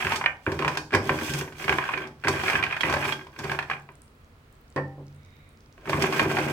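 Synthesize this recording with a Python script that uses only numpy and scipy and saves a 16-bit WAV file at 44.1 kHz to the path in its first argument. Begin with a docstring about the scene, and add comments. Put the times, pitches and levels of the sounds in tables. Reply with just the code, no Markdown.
"""Nuts tumble and knock on a thin metal pan as a wooden spatula stirs them, close by in a small kitchen.
The blade scrapes the bottom; the spatula is laid on the table; hot skins tick, and a far whistle
swells in the pause; at the end the pan is shaken. Random contacts drive pan modes and noise bursts;
knocks and table blows are decaying modes with noise, ticks short sines, whistle and air shaped noise."""
import sys
import numpy as np
from scipy import signal
from scipy.fft import rfft, irfft
from scipy.io import wavfile

SR = 44100
rng = np.random.default_rng(int(sys.argv[2]) if len(sys.argv) > 2 else 0)


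def amplitude_ratio(level_db):
    """Convert a level in decibels to the matching linear amplitude (field) ratio."""
    exponent = np.asarray(level_db, float) / 20
    return 10 ** exponent


def transcribe(signal):
    """Save signal, clipped to [-1, 1], as a 16-bit WAV file at the path in sys.argv[1]."""
    frames = np.atleast_2d(signal).T
    limited = np.clip(frames, -1, 1)
    pcm = np.round(limited * 32767).astype(np.int16)
    wavfile.write(sys.argv[1], SR, pcm)


N = 287528
RING_SAMPLES = SR * 7 // 10

# loaded pan modes: (frequency [Hz], level [dB], t60 [s])
PAN_MODES = [(80, -4, .2), (144, 0, .4), (234, -9.5, .13), (313, -8, .15), (372, -1, .13), (389, -1, .13),
             (515, -8, .12), (593, -8, .1), (779, -3, .06), (871, -2, .08), (1013, 0, .06), (1105, -1, .08),
             (1245, -4, .06), (1450, -2, .06), (1580, 4, .13), (1640, -2, .07), (1800, -4, .06),
             (2260, -2, .06), (2415, -1, .06), (2520, -4, .06), (2800, -8, .05), (3000, -11, .04),
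             (3600, -16, .04), (3264, -8, .085), (4370, -23, .04), (4644, -22, .045), (5070, -22, .04),
             (5390, -22, .05), (6080, -27, .04)]
PAN_HZ = np.array(PAN_MODES)[:, 0]
# edges of the sway, bottom, and wall and rim registers: (frequency [Hz])
REGISTER_EDGES_HZ = [0, 190, 620, 20000]
# countless small modes, damped and shifted by nuts on the metal: (frequency [Hz], level [dB per Hz])
CLATTER_SPECTRUM = [(110, -4), (180, -16), (274, -19), (383, -4.5), (465, -13), (508, -14), (1100, -3),
                    (1290, -10.5), (1590, -4), (2030, -7.5), (2380, -4), (3630, -25.5), (12000, -58),
                    (15600, -74), (22000, -120)]
# scraping colour: (frequency [Hz], level [dB per Hz])
SCRAPE_SPECTRUM = [(1760, -44), (3000, -3), (3380, -4), (4050, -10.5), (5480, -10), (7150, -13),
                   (8880, -10.5), (10100, -17.5), (14000, -14), (16000, -20)]
# spatula sweeps through the nuts:
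# (start [s], length [s], tumbling nuts [dB], push on the bottom [dB], blade and skins scraping [dB])
SWEEPS = [(0.0, 0.16, -31, -43, -42), (.47, 0.096, -69, -48.5, -51.5), (.61, 0.14, -39, -43.5, -52.5),
          (1.05, 0.16, -40, -37.5, -46), (1.21, 0.18, -37, -40, -38), (1.6, 0.18, -38, -50, -44.5),
          (1.8, 0.127, -35.5, -52, -51.5), (1.92, 0.11, -37.5, -40, -54), (2.29, 0.18, -34.5, -39, -44),
          (2.45, 0.13, -31, -47, -42), (2.68, 0.146, -37.5, -77, -55), (2.85, 0.1, -32, -39, -45.5),
          (3.0, 0.11, -31, -40.5, -42.5), (3.4, 0.15, -42.5, -41, -50.5), (3.7, 0.034, -41, -56, -57)]
# jerks of the hand shaking the pan:
# (start [s], length [s], tumbling nuts [dB], push on the bottom [dB], skins scraping [dB])
SHAKES = [(5.82, .06, -59.5, -49.5, -70), (5.9, 0.071, -41, -41, -44), (6.02, 0.038, -31, -27, -38),
          (6.12, 0.11, -30.5, -29.5, -39), (6.3, .25, -34.5, -30.5, -42.5)]
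# room tone colour: (frequency [Hz], level [dB per Hz])
AIR_SPECTRUM = [(15, -26), (25, -13), (87, -6.5), (114, -12), (161, -11), (180, -29), (212, -13.5),
                (363, -22), (439, -20), (754, -27.5), (1330, -24.5), (1480, -26.5), (6210, -44),
                (14400, -49), (16000, -38)]
# room tone: (frequency [Hz], left-right likeness [-1..1])
LIKENESS = [(60, 1), (180, 0.97), (550, 0.67), (1650, -0.31), (4970, 0.16), (15000, -0.27)]
# echo decay: (frequency [Hz], t60 [s])
KITCHEN_T60 = [(100, 0.66), (1000, 0.42), (4000, 0.19), (12000, 0.4)]
# clear knocks: (time [s], level [dB], pitch [Hz], boom re knock [dB], crack re knock [dB])
KNOCKS = [(0.049, -15.5, 1570, -8, -29), (0.068, -15, 1580, -24, -24), (0.121, -9, 890, -23, -22),
          (0.159, -26.5, 915, -35, -0.5), (0.212, -15, 1046, -37, -35), (0.24, -15.5, 960, -28, -31),
          (0.26, -5.5, 1830, -41, -54), (0.465, -15, 1547, -3, -49), (0.518, -22.5, 1670, -2.5, -16.5),
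          (0.59, -17.5, 1140, -8, -16.5), (0.623, -15.5, 1060, -12, -25), (0.647, -11.5, 1010, -11, -25.5),
          (0.679, -10.5, 1010, -17, -19.5), (0.751, -27, 970, -26, -14.5), (0.772, -13, 1580, -26, -14.5),
          (0.907, -31, 1640, -31, -23), (0.921, -28, 1600, 2.5, -20), (0.93, -17, 1650, 0, -22),
          (0.938, -10.5, 2310, -16, -24), (0.948, -7.5, 1630, -9, -18), (1.093, -9, 1030, -10, -31),
          (1.187, -22, 1580, -13, -19), (1.213, -22, 1440, -28, -25), (1.336, -22.5, 2520, -6.5, -7),
          (1.411, -23, 1520, -5, -15), (1.477, -29, 905, -11, -33), (1.523, -32.5, 1500, -17, -17),
          (1.599, -29, 2180, -7, -28), (1.642, -20.5, 2200, -8, -21), (1.68, -13.5, 1700, -11, -25),
          (1.694, -7, 1606, -13.5, -25), (1.725, -10.5, 1650, -17, -27), (1.785, -9.5, 1046, -43, -38),
          (1.839, -19, 1570, -36, -24), (1.89, -16, 1090, -31, -30), (1.937, -14, 1500, -20, -40),
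          (1.975, -18, 2270, -22, -24.5), (2.071, -35.5, 1090, -5, -11.5), (2.238, -21, 1540, -23, -23),
          (2.246, -17.5, 1640, -6, -23), (2.272, -9, 1560, -22, -30), (2.282, -11, 1000, -10, -13.5),
          (2.435, -17, 750, -16, -19), (2.481, -12, 2250, -41, -22), (2.499, -12.5, 1660, -39, -19),
          (2.531, -13.5, 2390, -11.5, -27), (2.554, -11.5, 1660, -45, -27), (2.591, -20, 1090, -6, -29),
          (2.627, -13, 2400, -29, -26), (2.637, -11.5, 2430, -36, -23), (2.665, -19, 1580, -16, -28),
          (2.71, -20.5, 2510, -31, -25), (2.725, -17, 2430, -27, -28), (2.766, -17, 1560, -35, -24),
          (2.808, -13, 3280, -25, -17), (2.833, -11.5, 1960, -12.5, -38), (2.873, -23.5, 990, 0.5, -31),
          (2.897, -14.5, 705, -12, -18.5), (2.925, -15, 980, -12.5, -16.5), (2.938, -11, 590, -24, -21),
          (2.967, -14.5, 596, -31, -24), (3.053, -14.5, 2350, -17, -20), (3.096, -27, 1040, -19, -26),
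          (3.123, -14, 3256, -33, -20.5), (3.192, -30.5, 1630, -44, -36), (3.211, -31.5, 1600, -11, -24),
          (3.268, -34, 980, -14, -20), (3.329, -44, 1620, -15, -19), (3.362, -32, 1050, -24, -23),
          (3.389, -25, 1090, -4.5, -11.5), (3.44, -27.5, 1520, 2, -11), (3.496, -16, 1620, -15, -24),
          (3.516, -13, 1050, -20, -21), (3.548, -22, 890, -22, -29), (3.589, -12, 1730, -50, -25.5),
          (3.626, -23, 1840, -39, -23), (3.699, -15, 1090, -25, -25), (3.713, -15.5, 1680, -24, -36),
          (3.733, -25, 2430, -25, -37), (3.889, -35, 964, -11, -35), (5.779, -39.5, 680, -11, -24),
          (5.856, -31.5, 1560, -5, -23), (5.874, -26, 1270, -2, -27), (5.895, -14, 590, -10, -18.5),
          (5.931, -12, 1090, -8, -33), (5.972, -25, 770, 5.5, -31), (6.022, -13, 2150, -19, -12),
          (6.04, -11.5, 850, -12, -34), (6.125, -15, 1100, -25, -20), (6.195, -5.5, 1090, -16, -22),
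          (6.252, -25.5, 1110, 4, -30), (6.314, -16, 750, -19, -22), (6.349, -21, 870, -24, -27),
          (6.369, -12.5, 775, -28, -29), (6.385, -14.5, 745, -11.5, -21)]
# clear ticks of hot skins: (time [s], level [dB], frequency [Hz])
CLEAR_TICKS = [(3.921, -51, 8800), (3.9544, -46, 8300), (4.0194, -42.5, 8810), (4.5246, -56, 14800),
               (4.554, -56, 7740), (4.6129, -50, 14430), (4.7618, -42, 5600), (5.0676, -52, 5700),
               (5.261, -56, 5380), (5.3058, -58, 5030), (5.3612, -57, 15300), (5.5737, -54, 5280),
               (5.7264, -50, 5700)]
# spatula laid down, then a small bounce: (time [s], level [dB])
LAID_DOWN = [(4.761, -12), (4.98, -28)]
# ringing of table and pan: (frequency [Hz], level [dB], t60 [s])
TABLE_MODES = [(92.5, -17, 1.8), (144.3, -6.5, 1.2), (204.5, -9.5, 0.25), (298, 6.5, 0.034),
               (386, -10, 0.38), (487, 0.5, 0.095), (513, -4, 0.22), (620, -21.5, 0.43), (795, -8, 0.33),
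               (885, -11, 0.32), (1080, -4, 0.081), (1090, -19, .15), (1330, -22, 0.18), (1793, -6, .26),
               (1890, -9, .3), (2260, -35, .1), (4700, -19.5, 0.059), (5500, -33, 0.14)]
# far whistle bands: (centre [Hz], width [Hz], level at full swell [dB])
WHISTLE_BANDS = [(2170, 420, -65), (3750, 250, -71)]
# two microphone ports: (frequency [Hz], left-right difference [dB])
PORTS = [(60, -1), (110, -2.5), (200, 1.5), (380, -2), (700, 3), (1290, 0), (2380, -7), (4400, -7.5),
         (8120, 5), (15000, 3.5)]


def rms_one(x):
    """Scale to unit rms."""
    return x / np.sqrt(np.mean(x ** 2) + 1e-20)


def at_hz(points, hz):
    """Read a table on a log-frequency axis."""
    table_hz, values = np.array(points)[:, 0], np.array(points)[:, 1]
    return np.interp(np.log(hz + 1), np.log(table_hz), values)


def coloured(x, spectrum):
    """Shape the last axis by a dB spectrum."""
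    samples = x.shape[-1]
    gain = amplitude_ratio(at_hz(spectrum, np.fft.rfftfreq(samples, 1 / SR)))
    return irfft(rfft(x) * gain, samples)


def bandpass(x, order, low_hz, high_hz):
    """Butterworth band-pass."""
    return signal.sosfilt(signal.butter(order, [low_hz, high_hz], "band", fs=SR, output="sos"), x)


def add(out, sound, start_s):
    """Mix a stereo sound in at start_s."""
    i = round(start_s * SR)
    out[:, i:i + sound.shape[1]] += sound[:, :N - i]


def strike(modes, spread_db, contact_s, detune, unlike_hz=1700):
    """Return a blow on decaying modes: fresh strengths, one of five detunings, port phases unlike in the treble."""
    hz, db, t60_s = np.transpose(modes)[:, :, None]
    t = np.arange(RING_SAMPLES) / SR
    detuned = [hz * (1 + detune * rng.standard_normal(hz.shape)) for _ in range(5)]
    waves = [np.exp(-np.log(1000) * t / t60_s + 2j * np.pi * f * t).astype(np.complex64)
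             for f in detuned]
    rise = np.sin(np.pi / 2 * np.minimum(t / contact_s, 1)) ** 2   # a soft body takes time to push

    def blow(mask):
        """Sum the masked modes to peak 1 before the rise."""
        draw = rng.standard_normal((3, len(modes)))
        phase_rad = draw[1:] * np.minimum((hz[:, 0] / unlike_hz) ** 2, 3)
        gain = mask * amplitude_ratio(db[:, 0] + spread_db * draw[0])
        strength = (gain * np.exp(1j * phase_rad)).astype(np.complex64)
        ring = (strength @ waves[rng.integers(5)]).imag
        return rise * ring / np.abs(ring).max()
    return blow


def burst(spectrum, low_hz, high_hz, t60_s, alike, rise_s=0.00089):
    """Decaying coloured noise, peak 1: many small modes at once; the right port is further off."""
    t = np.arange(RING_SAMPLES // 4) / SR
    white = rng.standard_normal((3, len(t)))
    delay_samples = 12 if low_hz > 2000 else 5
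    common = np.stack([white[0], np.roll(white[0], delay_samples)])
    white = alike * common + np.sqrt(1 - min(alike, 1) ** 2) * white[1:]
    noise = bandpass(coloured(white, spectrum), 1, low_hz, min(high_hz, 17000))
    noise = noise * amplitude_ratio(-60 * t / t60_s) * np.minimum(t / rise_s, 1)
    return np.pad(noise / np.abs(noise).max(), ((0, 0), (0, RING_SAMPLES - len(t))))


def register(k):
    """Mask of modes in sway (0), bottom (1) or wall and rim (2)."""
    return np.digitize(PAN_HZ, REGISTER_EDGES_HZ) == k + 1


def effort(moves):
    """Each move rises, holds and dies away; gains for nuts, push and scrape."""
    rises_db_per_s, falls_db_per_s = (307, 400.5, 318), (345, 250, 400)   # nuts, push, scrape
    start_s, length_s, *levels_db = np.array(moves).T[:, :, None]
    t = np.arange(0, N + 64, 64) / SR
    before_s = np.maximum(start_s - t, 0)
    after_s = np.maximum(t - start_s - length_s, 0)
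    shapes = [amplitude_ratio(db - rise * before_s - fall * after_s).max(0)
              for db, rise, fall in zip(levels_db, rises_db_per_s, falls_db_per_s)]
    return np.array([np.interp(np.arange(N) / SR, t, shape) for shape in shapes])


def grains(per_s, size_db, clump_db):
    """Random contacts, uneven in size, coming in clumps of about 20 ms."""
    knots = np.arange(0, N + 900, 900)
    clump = np.interp(np.arange(N), knots, rng.standard_normal(len(knots)))
    born = rng.random(N) < per_s * amplitude_ratio(clump_db * clump) / SR
    size = amplitude_ratio(size_db * np.minimum(rng.exponential(1, N), 4))
    return born * size * rng.choice([-1, 1], N)


def stirring(pan):
    """Contacts fall on eight spots of the pan, each with its own ring; scraping is densest and brightest."""
    swept, shaken = effort(SWEEPS), effort(SHAKES)
    nuts, push, scrape = swept + shaken
    sway = amplitude_ratio(-3.5) * swept[1] + amplitude_ratio(-17.5) * shaken[1]   # the whole pan sways less when held and shaken
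    treble = (PAN_HZ / 5000) ** 3

    def bottom_ring():
        return pan(register(1)) + 0.46 * burst(CLATTER_SPECTRUM, 260, 710, t60_s=0.16, alike=0.36)

    def nuts_ring():
        return pan(register(2)) + 1.03 * burst(CLATTER_SPECTRUM, 900, 13000, t60_s=0.044, alike=0.69)

    def scrape_ring():
        noise = burst(SCRAPE_SPECTRUM, 2500, 25000, t60_s=0.023, alike=0.66, rise_s=0.00025)
        return 0.66 * pan(treble) + noise

    # (ring, gain, contacts [per s], size spread [dB])
    layers = [(lambda: pan(register(0)), sway, 60, 9.1), (bottom_ring, push, 200, 3.9),
              (nuts_ring, nuts, 350, 3.26), (scrape_ring, scrape, 4000, 5.0)]
    out = np.zeros((2, N))
    for make_ring, gain, per_s, size_db in layers:
        contacts = rms_one(grains(per_s, size_db, clump_db=3.0)) * gain
        spot = rng.integers(0, 8, N)
        for k in range(8):
            ring = make_ring()
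            ring /= np.sqrt(np.mean(np.sum(ring ** 2, axis=1)))
            out += signal.oaconvolve((contacts * (spot == k))[None], ring, axes=1)[:, :N]
    return out


def kitchen(x):
    """Diffuse echo: noise dying band by band, alike at both ports in bands starting below 700 Hz."""
    t, tail = np.arange(RING_SAMPLES) / SR, 0
    for low_hz in 60 * 2. ** np.arange(8):
        noise = rng.standard_normal((1 if low_hz < 700 else 2, RING_SAMPLES))
        band = bandpass(noise, 2, low_hz, 2 * low_hz)
        tail = tail + band * amplitude_ratio(-60 * t / at_hz(KITCHEN_T60, 2.7 * low_hz)) * np.ones((2, 1))
    tail = tail * np.clip(t / 0.013, 0, 1)
    tail = tail / np.sqrt(np.sum(tail ** 2) / 2)
    return signal.oaconvolve(x.mean(0)[None], tail, axes=1)[:, :N]


def room_tone():
    """Steady air and far rumble: shaped noise, alike at both ports in the bass."""
    mid, side = rfft(rng.standard_normal((2, N)))
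    alike = np.clip(at_hz(LIKENESS, np.fft.rfftfreq(N, 1 / SR)), -1, 1)
    both = np.sqrt(1 + alike) * mid + np.sqrt(1 - alike) * side * [[1], [-1]]
    return amplitude_ratio(-54.5) * rms_one(coloured(irfft(both, N), AIR_SPECTRUM))


def knocks(pan):
    """A nut or the blade hits metal: a woody knock, pan modes and clatter near its pitch, a boom, a crack."""
    out, t = np.zeros((2, N)), np.arange(RING_SAMPLES) / SR
    swell = np.minimum(t / 0.01, 1)   # the heavy bottom takes a few ms to get going
    for start_s, db, hz, boom_db, crack_db in KNOCKS:
        metal = pan(register(2) * (.5 + np.exp(-(np.log(PAN_HZ / hz) / 1.4) ** 2)))
        wood = np.sin(2 * np.pi * hz * t) * amplitude_ratio(-60 * t / 0.039)
        clatter = burst(CLATTER_SPECTRUM, 0.61 * hz, 3.4 * hz, t60_s=0.045, alike=0.95)
        # the snap of first contact
        snap = burst(CLATTER_SPECTRUM, 0.6 * hz, 5.0 * hz, t60_s=0.0058, alike=0.9, rise_s=0.00025)
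        knock = 0.24 * metal + 0.22 * wood + 0.43 * clatter + 0.28 * snap

        boom = pan(register(1)) + 0.34 * pan(register(0))
        boom += 0.7 * burst(CLATTER_SPECTRUM, 176, 360, t60_s=0.21, alike=0.98)

        # a sharper crack sits higher
        crack_hz = 5240 * 2 ** (.015 * crack_db + 0.078 * rng.standard_normal())
        glint = pan(np.exp(-(np.log(PAN_HZ / crack_hz) / 0.17) ** 2))
        body = burst(SCRAPE_SPECTRUM, 0.89 * crack_hz, 1.4 * crack_hz, t60_s=0.071, alike=0.35, rise_s=0.0014)
        edge = burst(SCRAPE_SPECTRUM, crack_hz, 16000, t60_s=0.015, alike=0.5, rise_s=0.0003)
        crack = 0.43 * glint + body + 0.5 * edge
        sound = knock + amplitude_ratio(boom_db) * swell * boom + amplitude_ratio(crack_db) * crack
        add(out, amplitude_ratio(db + 5.0) * sound, start_s)
    return out


def ticks():
    """Hot skins split with brief ticks, decaying sines of some 1 ms: a few clear, many small."""
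    small_per_s, small_db, small_spread_db = 17, -54.5, 7.5
    low_hz, high_hz = 5060, 14900
    out, t = np.zeros((2, N)), np.arange(200) / SR
    draw = rng.random((200, 3))
    times_s = np.cumsum(-np.log(draw[:, 0])) / small_per_s
    levels_db = small_db + small_spread_db * (draw[:, 1] - .5)
    pitches_hz = low_hz * (high_hz / low_hz) ** draw[:, 2] ** 3
    small = np.c_[times_s, levels_db, pitches_hz]
    envelope = amplitude_ratio(-60 * t / 0.0014) * np.minimum(t / 0.00013, 1)
    for start_s, db, hz in [*CLEAR_TICKS, *small[times_s < N / SR]]:
        wave = np.sin(2 * np.pi * hz * t + rng.uniform(0, 2 * np.pi, (2, 1)))
        add(out, amplitude_ratio(db + 13.0) * wave * envelope, start_s)
    return out


def spatula_down():
    """The handle lands over some 20 ms, ringing table and pan modes; the bounce is soft and dull."""
    out = np.zeros((2, N))
    table = strike(TABLE_MODES, spread_db=1.5, contact_s=.001, detune=.012)
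    table_hz = np.array(TABLE_MODES)[:, 0]
    for (start_s, db), bright_hz, thud_share in zip(LAID_DOWN, (9000, 560), (.55, .3)):
        lowpass = signal.butter(3, bright_hz * 1.7, fs=SR, output="sos")
        for late_s, part_db in ((0, -3.0), (.014, -4.0), (.021, -7.0)):
            ring = table(1 / (1 + (table_hz / bright_hz) ** 4))
            thud = burst(CLATTER_SPECTRUM, 350, 730, t60_s=0.077, alike=0.71, rise_s=0.0022)
            landing = signal.sosfilt(lowpass, ring + thud_share * thud)
            add(out, amplitude_ratio(db + part_db) * landing, start_s + late_s)
    rustle = burst(SCRAPE_SPECTRUM, 2100, 6900, t60_s=0.082, alike=0.36)
    add(out, amplitude_ratio(-39.0) * rustle, LAID_DOWN[0][0])
    return out


def whistle():
    """Faint far whistle: noise through two narrow bands, swelling and fading."""
    start_s, length_s = 5.12, 0.49
    phase = np.clip((np.arange(N) / SR - start_s) / length_s, 0, 1)
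    out = 0
    for hz, width_hz, db in WHISTLE_BANDS:
        band = bandpass(rng.standard_normal((2, N)), 2, hz - width_hz / 2, hz + width_hz / 2)
        out = out + amplitude_ratio(db) * rms_one(band)
    return out * np.sin(np.pi * phase)


def scene():
    """Sources near the microphone, their echo, the room tone and the far whistle."""
    pan = strike(PAN_MODES, spread_db=4.0, contact_s=.0006, detune=.008)
    near = stirring(pan) + knocks(pan) + ticks() + spatula_down()
    # a small pan radiates no deep bass
    near = signal.sosfilt(signal.butter(4, 66, "high", fs=SR, output="sos"), near)
    return near + amplitude_ratio(-5.5) * kitchen(near) + room_tone() + whistle()


def top_cut(x):
    """Nothing passes above the cut-off."""
    return signal.sosfilt(signal.butter(12, 16610, fs=SR, output="sos"), x)


def record(dry):
    """Each port has its own colour, half the difference each; the top is cut."""
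    ports = [coloured(channel, [(hz, share * db) for hz, db in PORTS])
             for channel, share in zip(dry, (.5, -.5))]
    mix = signal.sosfilt(signal.cheby2(18, 60, 16650, fs=SR, output="sos"), ports)
    return top_cut(mix)


dry = scene()
out = record(dry)
transcribe(out)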